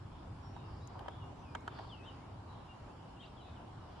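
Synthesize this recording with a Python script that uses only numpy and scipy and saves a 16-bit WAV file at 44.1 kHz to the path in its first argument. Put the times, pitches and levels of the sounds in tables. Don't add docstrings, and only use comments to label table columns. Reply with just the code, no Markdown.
import sys
import numpy as np
from scipy import signal
from scipy.fft import rfft, irfft, next_fast_len
from scipy.io import wavfile
from scipy.ndimage import uniform_filter1d, map_coordinates

SR = 44100
rng = np.random.default_rng(int(sys.argv[2]) if len(sys.argv) > 2 else 0)


def wav_out(sig):
    wavfile.write(sys.argv[1], SR, np.round(np.clip(np.atleast_2d(sig).T, -1, 1) * 32767).astype(np.int16))


N = 176400


def amp(db):
    return 10 ** (np.asarray(db) / 20)


def unit_rms(x):
    return x / np.sqrt(np.mean(x ** 2) + 1e-20)


def on_log_axis(points, hz):
    knots_hz, values = np.transpose(points)
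    return np.interp(np.log(hz + 1), np.log(knots_hz + 1), values)


def curve(rows):
    return np.interp(np.arange(N) / SR, *np.transpose(rows))


def wobble(rate_hz):
    knots = rng.standard_normal(int(N * rate_hz / SR) + 4)
    return map_coordinates(knots, [np.arange(N) * rate_hz / SR])


def filtered(x, response):
    n = x.shape[-1]
    padded = next_fast_len(n + 4096)
    return irfft(rfft(x, padded) * response(np.fft.rfftfreq(padded, 1 / SR)), padded)[..., :n]


def pan(db):
    return amp(np.array([[db], [-db]]) / 2)


def add(out, start_s, x):
    part = out[..., max(round(start_s * SR), 0):][..., :x.shape[-1]]
    part += x[..., :part.shape[-1]]


# frequency_hz, correlation
COHERENCE = [(110, 1), (200, .92), (300, .6), (430, .25), (830, .53), (1600, .2), (3000, .1), (6000, -.1),
             (11400, -.17)]

def noise_field(spectrum, patchy_db):
    cells = signal.stft(rng.standard_normal((2, N)), nperseg=512)[2]
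    patches = uniform_filter1d(rng.standard_normal(cells.shape[1:]), size=5, axis=0)
    patches = uniform_filter1d(patches, size=14, axis=1)
    pair = signal.istft(cells * amp(patchy_db * unit_rms(patches)), nperseg=512)[1][:, :N]

    def mid_side_gains(hz):
        angle = np.arccos(on_log_axis(COHERENCE, hz)) / 2
        return amp(on_log_axis(spectrum, hz)) * [np.cos(angle), np.sin(angle)]
    mid, side = filtered(pair, mid_side_gains)
    return unit_rms(np.array([mid + side, mid - side]))


# frequency_hz, gain_db
RUMBLE_SPECTRUM = [(12, -38), (20, -16), (91, 2), (119, -0.5), (206, -13.5), (282, -13.5), (400, -17.5),
                   (520, -53), (880, -120)]
# time_s, level_db
RUMBLE_DRIFT = [(0, -50), (.6, -49), (1.2, -50.5), (2.1, -53), (2.6, -53), (3.4, -54), (3.75, -51.5),
                (4, -54.5)]

def rumble():
    return amp(curve(RUMBLE_DRIFT) + 0.35 * wobble(5.3)) * noise_field(RUMBLE_SPECTRUM, patchy_db=0.2)


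# frequency_hz, gain_db
TRAFFIC_SPECTRUM = [(90, -24), (150, -4), (200, -6), (290, -5.5), (390, -9.5), (520, -10.5), (680, -8.5),
                    (840, -6), (1040, -8), (1250, -12.5), (1600, -18), (1900, -24), (2400, -27),
                    (3200, -55.5)]
# time_s, relative_level_db
TRAFFIC_DRIFT = [(0.0, -58), (0.83, -54.5), (1.38, -56), (1.78, -55.5), (2.27, -55.5), (3.55, -57.5),
                 (4.0, -55.5)]

def traffic(gain_db=1):
    level_db = curve(TRAFFIC_DRIFT) + gain_db + 0.65 * wobble(8.8)
    return amp(level_db) * noise_field(TRAFFIC_SPECTRUM, patchy_db=1.32)


# frequency_hz, gain_db
LEAF_SPECTRUM = [(1500, -30), (2200, -5.5), (3000, 2), (4000, -6), (5000, -5.5), (6200, -13.5),
                 (7400, -11.5), (8300, -17), (9200, -16), (11300, -23), (11800, -45)]

def leaves(level_db=-70):
    return amp(level_db) * noise_field(LEAF_SPECTRUM, patchy_db=2.0)


# pitch_hz, level_db
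WHINE_TONES = [(5529, -95), (6648, -105), (7432, -103), (8151, -104)]

def camera_whine(jitter_rad=0.89):
    t = np.arange(N) / SR
    return sum(amp(db) * np.sqrt(2) * np.sin(2 * np.pi * hz * t + jitter_rad * wobble(27))
               for hz, db in WHINE_TONES)


def tree_echo(x, t60_s=0.58, build_s=0.0033):
    t = np.arange(SR) / SR
    tail = rng.standard_normal((2, SR)) * amp(-60 * t / t60_s) * (1 - np.exp(-t / build_s))
    return signal.fftconvolve(x[None], tail / np.linalg.norm(tail[0]), axes=1)[:, :N]


# start_s, length_s, centre_hz, half_width_hz, level_db
BUZZ_CALLS = [(0.099, 0.16, 3400, 350, -77), (0.622, 0.42, 4850, 400, -74), (1.077, 0.19, 3420, 230, -72),
              (1.724, 0.24, 4560, 423, -68), (1.682, 0.26, 3350, 304, -68.5),
              (2.029, 0.1, 3550, 220, -68.5), (2.471, 0.29, 3750, 280, -76.5),
              (3.2, 0.11, 3300, 550, -66.5), (3.411, 0.19, 3670, 300, -69.5), (3.849, 0.41, 4550, 600, -77),
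              (3.87, 0.38, 3170, 350, -73)]

def bird_buzzes(rise_share=0.28, onset_boost_db=2):
    out = np.zeros((2, N))
    for start_s, length_s, centre_hz, half_width_hz, db in BUZZ_CALLS:
        u = np.linspace(0, 1, int(length_s * SR))
        noise = rng.standard_normal((2, SR // 2)) + rng.standard_normal(SR // 2)
        band = filtered(noise, lambda hz: 1 / np.sqrt(1 + ((hz - centre_hz) / half_width_hz) ** 4))
        swell = np.sqrt(np.interp(u, [0, rise_share, 1], [0, 1, 0])) * amp(onset_boost_db * (1 - u))
        add(out, start_s, amp(db) * unit_rms(band)[:, :len(u)] * swell)
    return out


WAVER_RATE_HZ, FLUTTER_RATE_HZ, FLUTTER_DB, BIRD_PAN_DB = 210, 90, 1.3, 5
# start_s, length_s, first_hz, middle_hz, last_hz, level_db, echo_share
SHORT_NOTES = [(.53, 0.077, 3950, 3760, 3600, -74, 0.7), (0.593, 0.096, 3000, 2800, 2700, -73.5, .75),
               (0.802, 0.055, 3750, 3930, 4320, -70, 0.6), (1.08, .11, 3600, 3400, 3310, -71.5, 0.7),
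               (1.193, .08, 3050, 2850, 2890, -67.5, 0.4), (1.357, .09, 5950, 6020, 6130, -81.5, 0.4),
               (2.084, .035, 3350, 3760, 3670, -69, .3), (2.149, 0.12, 1980, 2125, 2360, -73.5, 0.06),
               (2.474, 0.075, 4000, 3910, 4000, -74, 0.5), (2.744, .08, 2100, 1950, 1880, -81, .3),
               (2.882, 0.036, 2550, 2650, 2700, -72, .5), (3.36, .075, 3650, 3115, 2800, -68, 0.1),
               (3.404, 0.038, 3950, 3910, 3970, -72, 0.4), (3.44, .09, 2680, 2550, 2590, -75, 0.2),
               (3.555, 0.032, 3200, 2990, 2800, -69, 0.2), (3.94, .07, 3300, 3050, 2880, -75, .95)]

def bird_notes(waver_depth=0.0082, echo_db=2.5):
    out = np.zeros((2, N))
    waver = 1 + waver_depth * wobble(WAVER_RATE_HZ)
    flutter = amp(FLUTTER_DB * wobble(FLUTTER_RATE_HZ))
    for start_s, length_s, first_hz, middle_hz, last_hz, db, echo_share in SHORT_NOTES:
        u = np.linspace(0, 1, int(length_s * SR))
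        arc = np.polyfit([0, .5, 1], [first_hz, middle_hz, last_hz], 2)
        pitch_hz = np.polyval(arc, u) * np.roll(waver, -int(start_s * SR))[:len(u)]
        envelope = amp(db) * signal.windows.tukey(len(u), 0.46)
        note = envelope * np.sqrt(2) * np.sin(2 * np.pi * np.cumsum(pitch_hz) / SR)
        add(out, start_s, np.sqrt(1 - echo_share) * pan(BIRD_PAN_DB) * note)
        add(out, start_s, np.sqrt(echo_share) * amp(echo_db) * tree_echo(note))
    return out * flutter


# time_s, pitch_hz, level_db
SONG_PHRASES = [
    [(.413, 5700, -86), (.445, 5525, -73), (.478, 5530, -70.5), (.495, 5570, -79), (.53, 5580, -76),
     (.58, 5500, -90)],
    [(1.415, 2470, -78), (1.435, 2800, -72), (1.465, 2560, -73), (1.5, 2434, -70), (1.545, 2420, -74),
     (1.575, 2155, -71), (1.635, 2180, -74), (1.66, 2190, -83)],
    [(1.878, 3850, -81), (1.9, 3530, -64), (1.928, 3060, -55.5), (1.947, 2860, -57.5), (1.96, 2677, -69.5),
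     (2.025, 2543, -66), (2.048, 2700, -69.5), (2.074, 3180, -62.5), (2.087, 3015, -54.5),
     (2.102, 2870, -64), (2.119, 2790, -72)],
    [(2.658, 3120, -76), (2.678, 2880, -76), (2.692, 2810, -67), (2.722, 2790, -63.5), (2.738, 2810, -80)],
    [(3.162, 3044, -73), (3.175, 2727, -70), (3.19, 2883, -70), (3.205, 3250, -59), (3.222, 3190, -61),
     (3.234, 2800, -61.5), (3.25, 2750, -62), (3.259, 3580, -70), (3.27, 4020, -71), (3.288, 3750, -73)],
    [(3.204, 3610, -68), (3.215, 3690, -69), (3.235, 3610, -64.5), (3.243, 3950, -73), (3.25, 4450, -79),
     (3.262, 4660, -70), (3.271, 4780, -80)],
]

def birdsong(edge_s=0.0049, waver_depth=0.0037, echo_db=-9, trunk_delay_s=0.025, trunk_db=-16):
    song = np.zeros(N)
    for phrase in SONG_PHRASES:
        time_s, hz, db = np.transpose(phrase)
        start_s, end_s = time_s[0], time_s[-1]
        t = start_s + np.arange(int((end_s - start_s) * SR)) / SR
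        pitch_hz = np.interp(t, time_s, hz) * (1 + waver_depth * wobble(WAVER_RATE_HZ)[:len(t)])
        edges = np.clip(np.minimum(t - start_s, end_s - t) / edge_s, 0, 1)
        envelope = amp(np.interp(t, time_s, db)) * edges
        add(song, start_s, envelope * np.sqrt(2) * np.sin(2 * np.pi * np.cumsum(pitch_hz) / SR))
    song *= amp(FLUTTER_DB * wobble(FLUTTER_RATE_HZ))
    out = pan(BIRD_PAN_DB) * song + amp(echo_db) * tree_echo(song)
    add(out, trunk_delay_s, amp(trunk_db) * song)
    return out


# start_s, length_s, level_db
GRIP_SHIFTS = [(0.98, 0.14, -60), (1.684, 0.21, -56)]
# frequency_hz, gain_db
FRICTION_SPECTRUM = [(200, -23), (400, 4), (750, -13), (1100, 2), (1600, -5), (2200, -16), (3100, -16.5),
                     (5000, -39), (9000, -43)]

def finger_slides():
    envelope = np.zeros(N)
    for start_s, length_s, db in GRIP_SHIFTS:
        add(envelope, start_s, amp(db) * signal.windows.tukey(int(length_s * SR), .6))
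    return envelope * amp(2.5 * wobble(70)) * noise_field(FRICTION_SPECTRUM, patchy_db=3)


def ring(modes, t, emphasis_db=lambda hz: 0, scatter_rad=0.65):
    out = np.zeros((2, len(t)))
    for hz, db, t60_s in modes:
        phase = rng.uniform(0, 2 * np.pi) + scatter_rad * rng.standard_normal((2, 1))
        onset_db = db + emphasis_db(hz) + rng.normal(0, 1.8, (2, 1))
        out += amp(onset_db - 60 * t / t60_s) * np.sin(2 * np.pi * hz * t + phase)
    return out


IMPACT_ATTACK_S = 0.00056
# pitch_hz, gain_db, t60_s
PART_MODES = [(6030, 0.5, 0.0077), (6780, -2.5, 0.014), (7300, -7, 0.011), (9400, -15, .012),
              (11200, -18, 0.0092)]
# start_s, level_db, pan_db
PART_STRIKES = [(0.8742, -49.5, 9), (1.5502, -50.5, 14), (1.6072, -61, 1), (1.6769, -55.5, 2)]

def part_ticks(crack_above_hz=5200, crack_db=-4.5, crack_t60_s=0.0075):
    out, t = np.zeros((2, N)), np.arange(SR // 20) / SR
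    attack = 1 - np.exp(-t / IMPACT_ATTACK_S)
    for start_s, db, pan_db in PART_STRIKES:
        treble = filtered(rng.standard_normal((2, len(t))), lambda hz: hz > crack_above_hz)
        crack = unit_rms(treble) * amp(crack_db - 60 * t / crack_t60_s)
        add(out, start_s, amp(db) * pan(pan_db) * (ring(PART_MODES, t) + crack) * attack)
    return out


# pitch_hz, gain_db, t60_s
SHELL_MODES = [(423, -4.5, 0.056), (633, -3.5, 0.034), (747, 1.5, 0.036), (820, -1.5, 0.023),
               (951, 3.5, 0.045), (1148, -3, 0.044), (1286, 3, 0.022), (1542, -3.5, 0.043),
               (1700, -0.5, 0.02), (3100, -1.5, 0.019), (4550, -14.5, 0.015), (6600, -29, 0.014)]
# frequency_hz, gain_db
CONTACT_SPECTRUM = [(200, -10), (900, 4), (1600, 10), (2300, -2), (3200, -3), (5000, -15.5), (7500, -21.5),
                    (12000, -32)]
# start_s, level_db, spot_hz, spot_boost_db, treble_tilt_db_per_octave, pan_db
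FINGER_TAPS = [(0.5639, -57, 930, 12.5, -1, -6), (.955, -60.5, 920, 14.5, -15, -5),
               (.9625, -58.5, 790, 16, -16, -4), (.970, -61, 770, 16, -16, -5),
               (.9915, -56.5, 3350, 11, 7, 6), (1.008, -59.5, 795, 15, -2, -3),
               (1.060, -59, 840, 12, 1, -4), (1.0822, -44.5, 585, 14.5, 0, 1), (1.095, -62, 840, 5, -3, 0),
               (1.5485, -51.5, 1550, 6, -1, 8), (1.551, -45, 940, 2, 0.5, -8),
               (1.5535, -53.5, 2160, 25, -3, 9), (1.5565, -53, 410, 16.5, -2, 1),
               (1.6775, -44, 1360, 11, 3.5, -1), (1.7875, -48.5, 900, 3, -2, -2),
               (1.795, -55.5, 760, 15.5, -3, -5)]

def finger_taps(spot_octaves=0.32, split_hz=2800, thud_db=1, thud_t60_s=.035,
                snap_db=3.5, snap_peak_s=0.0024):
    out, t = np.zeros((2, N)), np.arange(SR // 8) / SR
    attack = 1 - np.exp(-t / IMPACT_ATTACK_S)
    snap_envelope = amp(snap_db) * (t / snap_peak_s) ** 2 * np.exp(2 - 2 * t / snap_peak_s)
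    for start_s, db, spot_hz, boost_db, tilt, pan_db in FINGER_TAPS:
        def emphasis_db(hz):
            bell = np.exp(-.5 * (np.log2((hz + 1) / spot_hz) / spot_octaves) ** 2)
            return boost_db * bell + tilt * np.log2(np.maximum(hz / spot_hz, 1))
        noise = rng.standard_normal((2, len(t))) + rng.standard_normal(len(t))
        contact = unit_rms(filtered(noise, lambda hz: amp(on_log_axis(CONTACT_SPECTRUM, hz) + emphasis_db(hz))))
        thud = filtered(contact, lambda hz: 1 / (1 + (hz / split_hz) ** 6))
        snap = (contact - thud) * snap_envelope
        body = ring(SHELL_MODES, t, emphasis_db) + thud * amp(thud_db - 60 * t / thud_t60_s)
        add(out, start_s, amp(db) * pan(pan_db) * (body * attack + snap))
    return out


def scene():
    handling = finger_taps() + part_ticks() + finger_slides()
    birds = birdsong() + bird_notes() + bird_buzzes()
    return rumble() + traffic() + leaves() + camera_whine() + birds + handling


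def record(dry):
    return filtered(dry, lambda hz: hz < 12000)


dry = scene()
out = record(dry)
wav_out(out)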